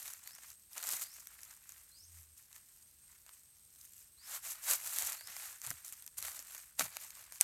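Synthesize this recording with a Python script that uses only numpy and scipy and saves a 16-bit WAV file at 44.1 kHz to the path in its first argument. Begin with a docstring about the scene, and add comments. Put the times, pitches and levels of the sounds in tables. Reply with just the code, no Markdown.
"""Dry woodland floor, close up: a gloved hand and a blade dig, with crackling litter, snaps and thuds.
Strokes are noise and dense tiny rings, swelling with effort; snaps are bursts with short modes.
Thuds are decaying low sines with uneven pitch; the blade rings in heavily damped modes.
Behind: a rising bird whistle (swept sine with diffuse tails), shrill insects (wandering sines),
a short low hum (gliding sine with a weak octave) and faint open air (shaped noise)."""
import sys
import numpy as np
from scipy import signal
from scipy.fft import rfft, irfft, next_fast_len
from scipy.io import wavfile
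from scipy.ndimage import map_coordinates

SR = 44100
rng = np.random.default_rng(int(sys.argv[2]) if len(sys.argv) > 2 else 0)


def dump_mix(stems):
    """Bounce the given channels to the path in sys.argv[1] as a 16-bit WAV at rate SR."""
    frames = np.atleast_2d(stems).T  # one column per channel
    limited = np.clip(frames, -1, 1)  # hard clip at full scale
    pcm = np.round(limited * 32767).astype(np.int16)
    wavfile.write(sys.argv[1], SR, pcm)


N = 327663

# relative spectrum of soil sounds: freq_hz, density_db_per_hz
SOIL_SPECTRUM = [(100, -23), (250, -17.5), (400, -15.5), (620, -3), (900, -2), (1300, 2), (2200, 2.5),
                 (3000, -1.5), (4500, 4), (9000, -39)]


def amp(db):
    """Decibels to gain."""
    return 10 ** (np.asarray(db) / 20)


def unit(x):
    """Scale x to rms 1."""
    return x / np.sqrt(np.mean(x ** 2) + 1e-20)


def gain(points, hz):
    """Gain of a (Hz, dB) spectrum, interpolated on a log frequency axis."""
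    point_hz, point_db = np.transpose(points)
    return amp(np.interp(np.log(hz + 1), np.log(point_hz), point_db))


def wobble(rate):
    """Smooth random curve, rate knots per second."""
    knots = rng.standard_normal(4096)
    return map_coordinates(knots, [np.arange(N) * rate / SR], mode="wrap")


def filtered(x, response):
    """Zero-phase filter: spectrum of x times response(hz)."""
    size = next_fast_len(N + SR // 4)
    return irfft(rfft(x, size) * response(np.fft.rfftfreq(size, 1 / SR)), size)[:N]


def coloured(x, points, size=2048):
    """Minimum-phase filter of unit energy with the given spectrum."""
    cepstrum = irfft(np.log(gain(points, np.fft.rfftfreq(size, 1 / SR))))
    # fold the cepstrum to make the filter causal
    cepstrum[1:size // 2] *= 2
    cepstrum[size // 2 + 1:] = 0
    pulse = irfft(np.exp(rfft(cepstrum)))
    return signal.oaconvolve(x, pulse / np.linalg.norm(pulse))[:N]


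def fade(t, t60):
    """Exponential decay, 60 dB down after t60 seconds."""
    return np.exp(-np.log(1000) * t / t60)


def add(track, start_s, sound):
    """Mix a sound into a track from start_s."""
    part = track[max(round(start_s * SR), 0):][:len(sound)]
    part += sound[:len(part)]


def scattered(x, t60, count=4):
    """Diffuse reflections: decaying noise tails whose shares drift."""
    t = np.arange(SR // 3) / SR
    envelope = fade(t, t60) * (1 - fade(t, t60 / 10))
    tails = rng.standard_normal((count, len(t))) * envelope
    tails /= np.linalg.norm(tails, axis=1, keepdims=True)
    shares = np.array([wobble(rate=7) for _ in tails])
    shares /= np.linalg.norm(shares, axis=0)
    reflections = signal.oaconvolve(x[None], tails, axes=1)[:, :N]
    return np.sum(shares * reflections, axis=0)


def woodland():
    """Open air: noise with a faint rumble and hiss, drifting slightly in level."""
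    # relative air spectrum: freq_hz, density_db_per_hz
    air_spectrum = [(20, -36), (35, -9), (60, 1), (100, -4), (160, -10), (300, -17), (700, -21.5),
                    (1500, -19), (3000, -19), (5000, -16), (7500, -17.5), (12500, -11), (15500, -19)]
    air = unit(filtered(rng.standard_normal(N), lambda hz: gain(air_spectrum, hz)))
    return amp(-68.0 + 0.29 * wobble(rate=3.52)) * air


def insects():
    """Distant insects: unevenly pulsing sines, each wandering about its own pitch."""
    # one row per insect voice: pitch_hz (centre), level_db
    voices = [(8050, -79.5), (8330, -70), (8480, -75.5), (8700, -89)]
    chorus = np.zeros(N)
    for pitch_hz, level_db in voices:
        hz = pitch_hz + 65 * wobble(rate=20) + 130 * wobble(rate=700)
        pulses = unit(amp(3.5 * wobble(rate=45) + 2 * wobble(rate=12)))
        tone = unit(np.sin(2 * np.pi * np.cumsum(hz) / SR))
        chorus += amp(level_db) * pulses * tone
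    return chorus


def effort():
    """Litter dB, soil dB and lumpiness: strokes swell, peak and let go over a faint trickle."""
    # pushes through the ground; levels before the trims in strokes():
    # peak_s, rise_s, release_s, litter_db, soil_db, lumpiness (0 slides, 1 crumbles)
    pushes = [(.06, 0.3, 0.12, -49, -60, 0.72), (.275, 0.068, 0.18, -58, -66.5, 1),
              (0.429, 0.018, 0.035, -54.5, -63, 0.91), (.495, 0.042, 0.038, -53.5, -66.5, .5),
              (0.727, 0.019, 0.026, -52, -65, .8), (0.777, 0.023, .018, -47.5, -54.5, 1),
              (0.834, 0.045, .03, -49.5, -51.5, 1), (.885, 0.045, 0.047, -40, -52.5, 0.88),
              (.942, 0.051, 0.051, -37, -49.5, 0.76), (1.027, 0.02, 0.014, -37, -53, 0.69),
              (1.06, .02, 0.051, -53.5, -63.5, 0.85), (1.165, 0.051, 0.091, -54, -67, 0.92),
              (1.33, 0.091, 0.11, -61, -69, 0.75), (1.46, 0.083, 0.13, -58, -64.5, 0.92),
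              (1.72, 0.094, 0.19, -59, -69.5, 0.67), (2.01, 0.09, .06, -64, -90, 0.95),
              (2.17, 0.08, 0.1, -59.5, -72.5, 0.4), (2.39, 0.029, 0.072, -59, -76, 0.98),
              (2.56, .05, 0.046, -58.5, -68, .8), (2.73, .12, 0.13, -64.5, -78, 0.72),
              (3.14, 0.1, 0.082, -66, -75, 0.86), (3.29, 0.028, 0.028, -67, -68.5, 1),
              (3.335, 0.019, 0.062, -61, -73, 0.65), (3.56, 0.051, 0.045, -71, -88, 0.88),
              (3.83, 0.088, 0.094, -58.5, -76, 0.96), (3.999, 0.063, 0.072, -60, -78.5, .6),
              (4.357, 0.075, 0.029, -42.5, -51, 0.18), (4.454, 0.024, 0.044, -43.5, -55, 0.28),
              (4.51, 0.031, 0.031, -40.5, -56, 0.55), (4.57, 0.063, .06, -55.5, -61.5, 0.45),
              (4.717, 0.049, .04, -30.5, -41.5, 0.37), (4.87, 0.1, 0.12, -44.5, -58.5, 0.54),
              (5.037, 0.16, 0.11, -39, -49, 0.66), (5.285, 0.02, 0.042, -52.5, -56, 1),
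              (5.442, 0.15, 0.11, -46.5, -56, 0.33), (5.646, 0.022, 0.094, -47.5, -56.5, 0.68),
              (5.78, 0.026, .07, -56.5, -65, 0.41), (5.852, 0.008, 0.076, -50, -62.5, 0.65),
              (5.934, 0.011, 0.011, -48.5, -61, .7), (5.99, 0.051, 0.085, -58.5, -70.5, 0.66),
              (6.185, 0.0095, 0.024, -44.5, -57, .8), (6.269, 0.057, 0.041, -44.5, -53, .8),
              (6.365, 0.083, 0.054, -48, -59.5, 0.9), (6.55, 0.13, .11, -52.5, -62, 0.74),
              (6.8, 0.011, 0.034, -36.5, -44.5, 0.73), (6.847, .025, 0.035, -46.5, -53, 0.96),
              (6.96, 0.078, 0.033, -53.5, -58.5, 0.88), (7.022, .03, 0.063, -48, -59, 0.67),
              (7.189, 0.084, 0.12, -56, -63, 0.82), (7.359, 0.035, 0.033, -52, -64.5, 0.56),
              (7.415, 0.011, 0.03, -44.5, -50.5, 0.44)]
    settling_db, settling_lumpiness = (-69.5, -92), .9  # steady trickle of litter and soil
    swell_db, swell_shape = 9, 1.5  # drop at one rise or release time; shape 1 = pointed, 2 = rounded
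    t = np.arange(N) / SR
    power = amp(settling_db)[:, None] ** 2 * np.ones(N)
    lumpy = settling_lumpiness * power[0]
    for peak_s, rise_s, release_s, litter_db, soil_db, lumpiness in pushes:
        near = slice(*np.searchsorted(t, [peak_s - 3 * rise_s, peak_s + 3 * release_s]))
        away = np.maximum((peak_s - t[near]) / rise_s, (t[near] - peak_s) / release_s)
        peak_db = np.array([[litter_db], [soil_db]])
        swell = amp(peak_db - swell_db * away ** swell_shape) ** 2
        power[:, near] += swell
        lumpy[near] += lumpiness * swell[0]
    litter_level_db, soil_level_db = 10 * np.log10(power)
    return litter_level_db, soil_level_db, np.clip(lumpy / power[0], 0, 1)


def grains(rate, spread_db, low_hz, high_hz, cycles, size=96):
    """Tiny fractures, rate per second: damped rings of random pitch and strength, rms 1 overall."""
    at = np.flatnonzero(rng.random(N) < rate / SR)
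    pitch, strength, life, phase = rng.random((N, 4))[at].T[:, :, None]
    turns = low_hz * (high_hz / low_hz) ** pitch * np.arange(size) / SR
    rings = np.cos(2 * np.pi * (turns + phase)) * np.exp(-turns / (cycles * (.5 + life)))
    rings *= amp(-spread_db * np.log(1 - .97 * strength)) / np.linalg.norm(rings, axis=1, keepdims=True)
    places = (at[:, None] + np.arange(size)).ravel()
    train = np.bincount(places, rings.ravel(), N + size)[:N]
    return unit(train / np.sqrt(rate))  # level independent of density


def collapses(rate, t60, spread_db):
    """Power of clods giving way at once and trickling out, rate per second; mean 1."""
    starts = (rng.random(N) < rate / SR) * amp(2 * spread_db * (2 * rng.random(N) - 1))
    trickle = fade(np.arange(SR // 10) / SR, t60) ** 2
    power = np.abs(signal.oaconvolve(starts, trickle)[:N])
    return power / power.mean()


def strokes(litter_db, soil_db, lumpiness):
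    """Harder strokes break more crumbs a second; the soil gives way in uneven clumps."""
    # relative spectra: freq_hz, density_db_per_hz
    litter_spectrum = [(1200, -54.5), (2500, -12), (3400, -16.5), (5000, -10), (6200, -3.5), (7500, 0),
                       (9800, -2.5), (12500, 1), (14000, -2), (15800, -14)]
    rustle_spectrum = [(300, -23.5), (700, -12.5), (1100, -5.5), (1800, -0.5), (2400, -2), (3200, -6.5),
                       (5000, -3), (9000, -37)]
    # soil level where the deep layer starts, its range, and how much sooner lumps reach it
    deep_from_db, deep_over_db, lumps_deepen_db = -64, 19.5, 10
    rate = np.minimum(1700 * amp(.5 * (litter_db + 55.5)), SR / 6)

    # some collapses shake litter and soil together, others only one of them
    shared = 1 - .8 * lumpiness + .4 * lumpiness * collapses(rate=130, t60=.028, spread_db=4.5)
    leaves = np.sqrt(shared + .4 * lumpiness * collapses(rate=90, t60=.04, spread_db=4.5))
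    clods = np.sqrt(shared + .4 * lumpiness * collapses(rate=60, t60=.035, spread_db=5))

    crackle = grains(rate, spread_db=1.5, low_hz=2700, high_hz=14300, cycles=1.95)
    crackle += 0.95 * rng.standard_normal(N)
    crumble = grains(rate / 2, spread_db=-1.0, low_hz=471, high_hz=3360, cycles=0.97)
    crumble += 2.03 * rng.standard_normal(N)
    brushing = grains(rate, spread_db=-1, low_hz=840, high_hz=4000, cycles=1.0)
    brushing += rng.standard_normal(N)

    # a light touch rustles the surface; pressing in stirs the deeper soil
    depth = np.clip((soil_db + lumps_deepen_db * lumpiness - deep_from_db) / deep_over_db, 0, 1)
    deep = np.sqrt(depth) * unit(coloured(crumble, SOIL_SPECTRUM))
    light = np.sqrt(1 - depth) * unit(coloured(brushing, rustle_spectrum))
    litter = amp(litter_db - 0.25) * leaves * unit(coloured(crackle, litter_spectrum))
    soil = amp(soil_db + 1.13) * clods * (deep + light)
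    return litter + soil


def grit(litter_db, soil_db, lumpiness):
    """Chance ticks, more in lumpy ground, louder under hard strokes: start_s, crack_db, knock_db."""
    ticks_per_s, spread_db = 13, 2  # rate in fully lumpy ground; scatter in strength
    at = np.flatnonzero(rng.random(N) < ticks_per_s * lumpiness / SR)
    crack_spread_db, knock_spread_db = spread_db * rng.standard_normal((N, 2))[at].T
    crack_db = litter_db[at] + 4.5 + crack_spread_db
    knock_db = soil_db[at] + knock_spread_db
    return np.column_stack([at / SR, crack_db, knock_db])


def fracture(low_hz, high_hz, ring_t60, burst_t60, splinter_db, splinter_t60, count=9):
    """One break: sudden burst, short modes of the broken piece, then splinters."""
    t = np.arange(SR // 20) / SR
    position, phase = rng.random((2, count, 1))
    mode_hz = low_hz + (high_hz - low_hz) * position
    modes = np.sin(2 * np.pi * (mode_hz * t + phase)).sum(0)
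    burst = fade(t, burst_t60) + amp(splinter_db) * fade(t, splinter_t60)
    sound = 0.83 * unit(modes) * fade(t, ring_t60) + burst * rng.standard_normal(len(t))
    return sound / np.linalg.norm(sound) * np.sqrt(.004 * SR)  # energy of rms 1 over 4 ms


def snaps(ticks):
    """Twigs, roots and grit: each break gives a bright crack and a duller knock into the soil."""
    # twigs and roots giving way; levels before the trims below: start_s, crack_db, knock_db
    breaks = [(.057, -47, -50.5), (.0784, -44, -66), (.136, -45, -60), (.275, -44.5, -55), (.351, -50, -67),
              (.3846, -60, -51.5), (.7798, -39, -50), (.8273, -39, -63), (.832, -51, -49),
              (.8703, -39, -60), (.8901, -34.5, -64), (.9051, -37, -60), (1.2711, -44, -59),
              (1.4329, -46, -74), (1.5042, -65, -62), (1.6923, -46, -63), (1.721, -51, -64),
              (2.5284, -52.5, -66), (2.5624, -52, -57), (3.264, -53, -62), (3.2922, -55, -55),
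              (4.7116, -29, -42), (4.9857, -29, -55.5), (5.0849, -43, -57), (5.1297, -40, -50),
              (5.2093, -48, -47), (5.273, -43.5, -49), (5.3659, -42, -46.5), (5.6167, -43.5, -54),
              (5.6489, -45, -50), (5.6753, -49, -50.5), (5.7046, -35, -44), (5.7123, -40.5, -44.5),
              (5.8477, -48, -70.5), (5.8806, -44, -66), (5.9244, -44, -55.5), (6.0237, -50, -60),
              (6.0641, -45.5, -66), (6.077, -46.5, -57.5), (6.2262, -37.5, -56), (6.283, -43, -50),
              (6.3923, -42.5, -56), (6.5482, -45.5, -52), (6.7947, -27, -34.5), (6.8086, -40, -31.5),
              (6.9684, -38.5, -41), (7.1054, -48, -55), (7.3227, -43, -52), (7.4054, -41, -52),
              (7.411, -17.5, -41)]
    # relative spectrum of the crack: freq_hz, density_db_per_hz
    crack_spectrum = [(800, -37.5), (2000, -16), (3500, -13.5), (5000, -8), (6200, -1), (8000, -1),
                      (9800, -7), (12000, 0), (14000, -5.5), (16000, -27)]
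    cracks, knocks = np.zeros((2, N))
    for start_s, crack_db, knock_db in [*breaks, *ticks]:
        crack = fracture(3500, 12000, ring_t60=.0042, burst_t60=.005, splinter_db=-13, splinter_t60=.02)
        knock = fracture(600, 3000, ring_t60=.008, burst_t60=.008, splinter_db=-15, splinter_t60=.03)
        add(cracks, start_s, amp(crack_db - 1.46) * crack)
        add(knocks, start_s, amp(knock_db - 3.5) * knock)
    return coloured(cracks, crack_spectrum) + coloured(knocks, SOIL_SPECTRUM)


def bird():
    """Rising whistle: a sine fluttering in pitch and strength, smeared by the trees."""
    # whistles, level before contour, flutter and mix: start_s, length_s, level_db
    calls = [(0.238, 0.14, -60), (1.013, .145, -58), (1.907, 0.15, -59), (4.165, 0.13, -60.5),
             (5.155, 0.17, -57)]
    # contour of one whistle: share_of_length, pitch_hz, relative_level_db
    contour = [(0, 3950, -2.5), (0.249, 4573, -4.5), (0.652, 5300, 1.5), (.85, 5920, 1), (1, 6940, 1)]
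    song = np.zeros(N)
    share, pitch_hz, contour_db = np.transpose(contour)
    for start_s, length_s, level_db in calls:
        u = np.linspace(0, 1, int(length_s * SR))
        flutter = 1 + .011 * wobble(rate=300)[:len(u)]
        hz = np.interp(u, share, pitch_hz) * flutter
        tone = np.sin(2 * np.pi * np.cumsum(hz) / SR)
        level = amp(level_db + np.interp(u, share, contour_db))
        add(song, start_s, level * tone * signal.windows.tukey(len(u), .1))
    song = song * amp(3.2 * wobble(rate=130))
    trunks = scattered(song, t60=0.027)
    canopy = scattered(song, t60=0.41)
    return .6 * song + .5 * trunks + .65 * canopy


def thuds():
    """Loose earth takes a blow: a dull decaying push of a few uneven cycles."""
    # clods and shoves, level before the attack: start_s, pitch_hz (centre), level_db, t60_s
    impacts = [(.93, 149.7, -64, 0.11), (4.7, 147, -64, 0.099), (5.03, 89.4, -62, .3),
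               (5.291, 151, -65, 0.089), (5.668, 111.6, -54, 0.26), (5.702, 129, -46, 0.058),
               (5.734, 84.5, -57.5, 0.17), (6.188, 111, -60, .12), (6.232, 71, -62, 0.33),
               (6.822, 133, -50.5, 0.19), (6.856, 84, -61, 0.16)]
    track, t = np.zeros(N), np.arange(SR // 3) / SR
    for start_s, pitch_hz, level_db, t60_s in impacts:
        turns = np.cumsum(pitch_hz * (1 + .2 * wobble(rate=120)[:len(t)])) / SR
        envelope = fade(t, t60_s) * (1 - fade(t, 0.01))
        add(track, start_s, amp(level_db) * envelope * np.sin(2 * np.pi * turns))
    return track


def blade():
    """Blows on firm ground ring the blade at new mode strengths; the soil damps it fast."""
    # knocks of the blade, level before mode levels and attack: start_s, level_db
    blows = [(0.931, -49), (4.729, -66), (5.296, -65), (5.712, -52), (6.391, -57), (6.794, -39.5),
             (6.807, -37.5)]
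    # modes of the blade in the soil: freq_hz, relative_level_db, t60_s
    mode_table = [(273.6, -13.5, 0.116), (504, -4.5, 0.031), (640, -6.5, 0.055), (735, 1, 0.034),
                  (1264, -16, .02), (1550, -3, 0.045), (2040, -8, 0.02)]
    track, t = np.zeros(N), np.arange(SR // 4) / SR
    mode_hz, mode_db, t60_s = np.transpose(mode_table)[:, :, None]
    for start_s, level_db in blows:
        strength, phase = rng.standard_normal((2, len(mode_table), 1))
        level = amp(level_db + mode_db + 1.3 * strength)
        modes = level * fade(t, t60_s) * np.sin(2 * np.pi * (mode_hz * t + phase))
        add(track, start_s, modes.sum(0) * (1 - fade(t, 0.0041)))
    return track


def hum():
    """Short low hum: a sine gliding in pitch and level, with a weak octave."""
    # hum contour: time_s, pitch_hz, level_db (fundamental)
    contour = [(1.95, 88, -100), (2.04, 83.5, -67), (2.13, 84, -61), (2.2, 82.3, -56.5), (2.26, 76, -69),
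               (2.33, 77, -65.5), (2.42, 73.6, -100)]
    time_s, point_hz, point_db = np.transpose(contour)
    t = np.arange(N) / SR
    pitch_hz = np.interp(t, time_s, point_hz)
    level_db = np.interp(t, time_s, point_db)
    phase = 2 * np.pi * np.cumsum(pitch_hz) / SR
    return amp(level_db) * (np.sin(phase) + amp(-30) * np.sin(2 * phase))


def scene():
    """Close digging with a little scatter from the ground and stems, in the open wood."""
    ground = effort()
    digging = strokes(*ground) + snaps(grit(*ground)) + thuds() + blade()
    stems = amp(-19) * scattered(digging, t60=.05, count=8)
    background = woodland() + insects() + bird() + hum()
    return (digging + stems + background)[None]


def record(dry):
    """Steep zero-phase low-pass, 3 dB down at the band limit."""
    top_hz = 16000

    def low_pass(hz):
        return 1 / np.sqrt(1 + (hz / top_hz) ** 160)

    return np.array([filtered(channel, low_pass) for channel in dry])


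dry = scene()
out = record(dry)
dump_mix(out)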